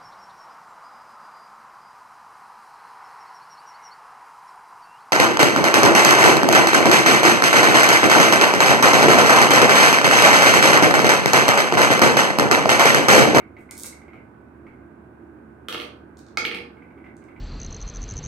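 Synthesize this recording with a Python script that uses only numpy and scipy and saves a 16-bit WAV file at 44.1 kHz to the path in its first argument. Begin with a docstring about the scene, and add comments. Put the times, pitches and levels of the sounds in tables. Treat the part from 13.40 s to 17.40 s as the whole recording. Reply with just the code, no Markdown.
"""Over a humming fan, fingers nudge glass marbles in the pits of a wooden game board.
Marbles clink in the hand, then drop into one pit and, by way of the rim, into a second.
Each blow rings the wood's modes, with a sharp crack, a thin glassy ring and the pit's hollow pop;
the marbles bounce and roll to rest. A small hard-walled room reflects the marble sounds."""
import sys
import numpy as np
from scipy import signal
from scipy.fft import rfft, irfft, next_fast_len
from scipy.io import wavfile
from scipy.ndimage import uniform_filter1d

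SR = 44100
rng = np.random.default_rng(int(sys.argv[2]) if len(sys.argv) > 2 else 0)


def output_pcm(signal):
    """Save a mono or channel-first signal as 16-bit PCM at the path in sys.argv[1].

    Samples are clipped to [-1, 1] before scaling.
    """
    pcm = np.clip(np.atleast_2d(signal).T, -1, 1) * 32767
    wavfile.write(sys.argv[1], SR, np.round(pcm).astype(np.int16))


N = 176400


def from_db(db):
    """Decibels to gain."""
    return 10 ** (np.asarray(db) / 20)


def at_hz(points, hz):
    """Interpolate a table along log frequency."""
    table_hz, values = np.transpose(points)
    return np.interp(np.log(hz + 1e-3), np.log(table_hz), values)


def bins_hz(size):
    """Frequencies of a spectrum's bins."""
    return np.arange(size // 2 + 1) * SR / size


def unit_rms(x):
    """Scale to rms 1."""
    return x / np.sqrt(np.mean(x ** 2) + 1e-20)


def decay(t, t60_s):
    """Exponential fade, 60 dB down at t60_s."""
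    return np.exp(-np.log(1000) * t / t60_s)


def cut(x, hz, kind="low", order=2):
    """Butterworth low- or high-pass."""
    return signal.sosfilt(signal.butter(order, min(hz, .45 * SR), kind, fs=SR, output="sos"), x + 1e-18)


def pan(right_db):
    """Gains: left down, right up by right_db."""
    return from_db(np.array([[-1], [1]]) * right_db)


def add(out, start_s, sound):
    """Mix a short sound in at start_s."""
    i = int(np.clip(start_s * SR, 0, N - 1))
    out[i:i + len(sound)] += sound[:N - i]


def stereo_noise(likeness, size):
    """Spectra of two partly correlated white noises."""
    mid, side = rfft(rng.standard_normal((2, size)))
    correlation = np.clip(at_hz(likeness, bins_hz(size)), -.99, .99)
    return (np.sqrt(1 + correlation) * mid + np.sqrt(1 - correlation) * side * [[1], [-1]]) / np.sqrt(2)


def flatten(noise, fade, width_bins):
    """Filter noise so that, once faded, no band stands out."""
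    power = uniform_filter1d(np.abs(rfft(noise * fade)) ** 2, width_bins)
    return irfft(rfft(noise) / np.sqrt(power + 1e-12))


def snap(spectrum, rise_s, size=1024):
    """Hard contact: a coloured burst that swells and dies within milliseconds."""
    age = np.arange(size) / SR / rise_s
    fade = age * np.exp(1 - age)
    noise = flatten(rng.standard_normal(size), fade, width_bins=15)
    coloured = irfft(rfft(noise * fade) * from_db(at_hz(spectrum, bins_hz(size))))
    burst = coloured * np.minimum(2 * age, 1) * np.exp(-age / 10)
    return .5 * unit_rms(burst) * np.sqrt(rise_s * SR / size)


def patter(runs, touches_per_s):
    """Random tiny touches that swell and fade over each run."""
    t = np.arange(N) / SR
    swell = sum(from_db(level_db) * np.sin(np.pi * np.clip((t - start_s) / length_s, 0, 1))
                for start_s, length_s, level_db in runs)
    return swell * (rng.random(N) < touches_per_s / SR) * rng.standard_normal(N)


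# air noise: freq_hz, relative_db
AIR_SPECTRUM = [(45, -36), (60, -12), (81, -11.5), (110, -6.5), (184, -10), (225, -5), (336, -2.5),
                (480, -15.5), (700, -16), (1220, -19.5), (1540, -21), (1810, -28), (2550, -35.5),
                (2980, -45), (4000, -52), (6000, -56), (9000, -52), (16000, -60)]
# air noise, left against right: freq_hz, correlation
AIR_LIKENESS = [(60, 0.77), (150, 1), (330, 0.82), (700, 0), (1500, 0), (12000, 0)]
# fan direction: freq_hz, right_db
FAN_BALANCE = [(60, 1.36), (280, 2.5), (700, 2), (2500, 3), (6000, 2)]
# motor hum: pitch_hz, level_db
MOTOR_TONES = [(73.5, -57.5), (224, -59.5), (338, -58.5), (1499, -66.5), (1599, -70.5)]


def fan(air_db=-46.5, waver_depth=.25, highpass_hz=45.8):
    """Steady moving air with a few wavering motor tones."""
    hz, t = bins_hz(N), np.arange(N) / SR
    air = stereo_noise(AIR_LIKENESS, N) * from_db(at_hz(AIR_SPECTRUM, hz)) * pan(at_hz(FAN_BALANCE, hz))
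    out = from_db(air_db) * unit_rms(irfft(air))
    for pitch_hz, level_db in MOTOR_TONES:
        level_drift = unit_rms(cut(rng.standard_normal(N), hz=3.4))
        phase_drift = unit_rms(cut(rng.standard_normal(N), hz=2.7))
        waver = 1 + waver_depth * (level_drift + 1j * phase_drift)
        tone = np.real(waver * np.exp(2j * np.pi * pitch_hz * t))
        out += from_db(level_db) * unit_rms(tone) * pan(at_hz(FAN_BALANCE, pitch_hz))
    return cut(out, highpass_hz, "high", order=4)


# finger pushes: start_s, level_db
PUSHES = [(.002, -35), (0.165, -34.5), (0.289, -39), (0.311, -35), (0.441, -31), (0.525, -37.5),
          (0.616, -40.5), (.679, -37.5), (0.732, -35), (0.754, -40), (0.787, -50), (1.15, -60),
          (1.266, -38.5), (1.335, -50), (1.39, -58), (3.368, -42), (3.42, -40.5), (3.503, -44.5),
          (3.574, -41.5), (3.641, -38), (3.66, -38.5), (3.822, -45.5), (3.883, -39.5), (3.961, -40.5)]
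# pit under light touches: freq_hz, relative_db
PIT_SPECTRUM = [(300, -13.5), (700, -11.5), (1200, -14.5), (1850, -17.5), (2090, -1), (2250, -4.5),
                (2420, -15), (2620, -15.5), (3200, -32), (6000, -47)]


def nudges(rise_s=.0027, fall_s=.011, touches_per_s=4000, gain_db=-8.5):
    """Fingers roll marbles briefly on the wood; fine touches wake mainly the pit's resonance."""
    touches = (rng.random(N) < touches_per_s / SR) * rng.choice([-1, 1], N)
    grain = unit_rms(irfft(rfft(touches) * from_db(at_hz(PIT_SPECTRUM, bins_hz(N)))))
    steady_grain = grain / np.sqrt(uniform_filter1d(grain ** 2, size=900) + 1e-6)
    t = np.arange(SR // 4) / SR
    push = np.minimum(t / rise_s, 1) * np.exp(-t / fall_s)
    power = np.zeros(N)
    for start_s, level_db in PUSHES:
        add(power, start_s, (from_db(level_db + gain_db) * push) ** 2)
    return steady_grain * np.sqrt(power)


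# marbles shifting in the fist: start_s, length_s, level_db
FIST_JOSTLES = [(.17, 0.076, -62.5), (.345, 0.11, -37), (.442, 0.035, -36.5), (2.772, 0.038, -56)]
# marble against marble: start_s, level_db, lowpass_hz
GLASS_HITS = [(0.31, -21, 11900), (.3695, -29, 9900), (0.3766, -27.5, 12900), (0.397, -24, 11540),
              (0.4344, -17, 12770), (0.46, -23, 12900), (0.4662, -21, 13200), (0.4705, -28, 11000),
              (2.771, -32.5, 6080), (2.791, -31, 5500), (2.865, -32, 4700), (2.885, -33.5, 4500),
              (2.9725, -4.5, 4500), (3.767, -40.5, 7900), (3.84, -46.5, 8100)]
# glass click: freq_hz, relative_db
GLASS_SPECTRUM = [(1000, -24.5), (2800, -21.5), (3800, -7.5), (5000, -8), (6600, -1.5), (7400, -4),
                  (8300, 3), (9900, -5), (11200, -1), (15500, -8)]


def clinks(rise_s=.0007):
    """Glass on glass: very short, bright clicks among finer jostling."""
    touches = patter(FIST_JOSTLES, touches_per_s=900)
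    out = signal.fftconvolve(touches, snap(GLASS_SPECTRUM, rise_s))[:N]
    for start_s, level_db, lowpass_hz in GLASS_HITS:
        add(out, start_s, from_db(level_db) * cut(snap(GLASS_SPECTRUM, rise_s), lowpass_hz, order=3))
    return out


# wooden board: pitch_hz, t60_s, first_pit_db, rim_db, second_pit_db
BOARD_MODES = [(200, 0.048, -40.5, -35, -27.5), (330.6, 0.047, -23.5, -26.5, -25),
               (474, 0.092, -26, -21, -27), (600, 0.02, -22.5, -26, -39), (860, 0.031, -27.5, -24.5, -26.5),
               (1180, 0.024, -18, -18.5, -25), (1357, 0.026, -18, -14, -22), (1763, .016, -17, -19.5, -21),
               (2173, 0.03, -16, -6.5, -11), (2254, 0.043, -26.5, -14.5, -14.5),
               (2435, 0.0191, -15, -13.5, -10), (2780, .012, -10, -19, -6.5),
               (3250, 0.0143, -8.5, -19, -11.5), (4250, 0.023, -17, -14.5, -17.5),
               (4970, .016, -30, -11.5, -17.5), (6280, 0.01, -20.5, -13, -28)]


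def knock(spot, thud_db, thud_below_hz=1850, scatter_db=2, detune=.02, detune_above_hz=2500):
    """The board's modes struck at one spot; the high ones shift with the point of contact."""
    pitch_hz, t60_s, first_pit_db, rim_db, second_pit_db = np.transpose(BOARD_MODES)[:, :, None]
    t = np.arange(8192) / SR
    level_db = {"first pit": first_pit_db, "rim": rim_db, "second pit": second_pit_db}[spot]
    level_db = level_db + thud_db * (pitch_hz < thud_below_hz)
    level_db += scatter_db * rng.standard_normal(pitch_hz.shape)
    shift = detune * (pitch_hz > detune_above_hz) * rng.standard_normal(pitch_hz.shape)
    modes = decay(t, t60_s) * np.sin(2 * np.pi * pitch_hz * (1 + shift) * t)
    signs = (-1) ** np.arange(len(pitch_hz))[:, None]
    return np.sum(signs * from_db(level_db) * modes, axis=0)


def glass_ring(t, centre_hz=8850, spread=.034, t60_s=.04):
    """A cluster of close glassy modes."""
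    pitch_hz = centre_hz * (1 + spread * rng.uniform(-1, 1, size=(8, 1)))
    cluster = np.sum(np.sin(2 * np.pi * (pitch_hz * t + rng.random(pitch_hz.shape))), axis=0)
    return decay(t, t60_s) * unit_rms(cluster) / np.sqrt(2)


# marble on board: start_s, spot, level_db, lowpass_hz, thud_db, crack_db, pop_db, ring_db
LANDINGS = [(2.2847, "first pit", -19, 5500, 6, 4.5, -10, -22.5),
            (2.3254, "first pit", -24, 5030, 3, 8, -13, -24),
            (2.3452, "first pit", -18, 3330, 6.5, -7, -9, -30.5),
            (2.352, "first pit", -23, 3270, -14, -19.5, -3, -33),
            (2.3773, "first pit", -24, 3170, -20, -5, -4, -30),
            (2.3998, "first pit", -19, 3430, -2, -6, -4, -32),
            (2.4109, "first pit", -32, 3500, -5.5, 5, -10, -25),
            (2.418, "first pit", -27, 3620, 6, -1.5, -1, -33),
            (2.449, "first pit", -32, 3000, -9, -5.5, -4, -28),
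            (2.9725, "rim", -10, 5000, 3.5, -13, -8.5, -47), (2.9738, "rim", -15, 5700, 2.5, -5, 0.5, -38),
            (3.0514, "second pit", -7.5, 2530, -5.5, -8, -0.5, -47),
            (3.114, "second pit", -12.5, 2400, -0.5, -22, -6, -38.5),
            (3.1459, "second pit", -15, 2640, -1, -9.5, -12, -33.5),
            (3.188, "second pit", -28, 2760, 2.5, -18, -4, -38),
            (3.203, "second pit", -34.5, 2580, 8, -9, -7, -30)]
# contact crack: freq_hz, relative_db
CRACK_SPECTRUM = [(300, 3), (1400, 0), (3300, 8.5), (5500, -2.5), (7400, -12), (9000, -9.5), (10200, -11.5),
                  (12000, -7.5), (16000, -10.5)]
# hollow pop: spot -> pitch_hz
POP_PITCH_HZ = {"first pit": 3140, "rim": 1700, "second pit": 2540}


def drops(crack_rise_s=.0012, crack_gain_db=-5, pop_rise_s=.00036):
    """Each landing or bounce: a wooden knock, a crack with a glassy ring, the cupped pit's pop."""
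    wood, crack, pop = np.zeros((3, N))
    t = np.arange(4096) / SR
    pop_swell = (t / pop_rise_s * np.exp(1 - t / pop_rise_s)) ** 2
    for start_s, spot, level_db, lowpass_hz, thud_db, crack_db, pop_db, ring_db in LANDINGS:
        add(wood, start_s, from_db(level_db) * cut(knock(spot, thud_db), lowpass_hz))
        burst = snap(CRACK_SPECTRUM, crack_rise_s)
        add(crack, start_s, from_db(level_db + crack_db + crack_gain_db) * burst)
        add(crack, start_s, from_db(level_db + ring_db) * glass_ring(t))
        pit_tone = np.sin(2 * np.pi * POP_PITCH_HZ[spot] * t)
        add(pop, start_s, from_db(level_db + pop_db) * pop_swell * pit_tone)
    return wood, crack, pop


# marble circling its pit: spot -> start_s, length_s, level_db
PIT_ROLLS = {"first pit": (2.29, 0.099, -45.5), "second pit": (3.05, 0.19, -45)}


def rolls(lowpass_hz=3000):
    """A rolling marble is a run of tiny knocks."""
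    out = np.zeros(N)
    for spot, run in PIT_ROLLS.items():
        out += signal.fftconvolve(patter([run], touches_per_s=310), knock(spot, thud_db=8))[:N]
    return cut(out, lowpass_hz)


# table-top bounce, left then right: delay_s, gain
TABLE_BOUNCES = [(.0009, 0.3), (.00135, 0.31)]


def near(x, left_lag_s=.00002):
    """Direct sound, slightly later on the left, plus its first bounce off the table."""
    size = next_fast_len(N + SR // 10)
    phase_per_s = -2j * np.pi * bins_hz(size)
    paths = [np.exp(phase_per_s * lag_s) * (1 + gain * np.exp(phase_per_s * delay_s))
             for lag_s, (delay_s, gain) in zip((left_lag_s, 0), TABLE_BOUNCES)]
    return irfft(rfft(x, size) * paths, size)[:, :N]


# reverberation: freq_hz, t60_s
ROOM_DECAY = [(150, 0.48), (500, 0.63), (2200, 0.32), (4500, 0.34), (8000, 0.29), (15000, 0.14)]
# reverberation, left against right: freq_hz, correlation
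TAIL_LIKENESS = [(100, 0.87), (300, 0.95), (700, 0), (2200, 0.07), (5000, 0), (15000, 0)]


def room(x, gap_s=.005, build_s=.002, gain_db=2.5, size=32768):
    """Dense reflections off bare walls and tiles; the treble dies first."""
    t = np.arange(size) / SR
    onset = np.clip((t - gap_s) / build_s, 0, 1)
    fades = [onset * decay(t, t60_s) for _, t60_s in ROOM_DECAY]
    noise = irfft(stereo_noise(TAIL_LIKENESS, size))
    spectrum = rfft(flatten(noise, np.mean(fades, axis=0), width_bins=61))
    tail = 0
    for (centre_hz, _), fade in zip(ROOM_DECAY, fades):
        band = at_hz([(hz, hz == centre_hz) for hz, _ in ROOM_DECAY], bins_hz(size))
        tail = tail + irfft(spectrum * band) * fade
    return from_db(gain_db) * signal.fftconvolve(x[None], unit_rms(tail) / np.sqrt(size), axes=1)[:, :N]


def scene(board_highpass_hz=142):
    """Board, hand and fan, all a little to the right."""
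    wood, crack, pop = drops()
    wood, crack, pop = cut(np.array([wood + rolls(), crack, pop]), board_highpass_hz, "high")
    glass, nudged = clinks(), nudges()
    # The pit aims its pop up at the listener, so little reaches the walls.
    to_walls = wood + from_db(.5) * crack + from_db(-13) * pop + from_db(-1) * nudged
    board = near(wood + crack + pop + nudged) * pan(right_db=2) + room(to_walls) * pan(right_db=1.54)
    hand = (near(glass) + from_db(-2) * room(glass)) * pan(right_db=1.6)
    return board + hand + fan()


def record(dry):
    """Steep low-pass at 15.9 kHz."""
    return signal.sosfilt(signal.ellip(10, .3, 70, 15900, fs=SR, output="sos"), dry)


dry = scene()
out = record(dry)
output_pcm(out)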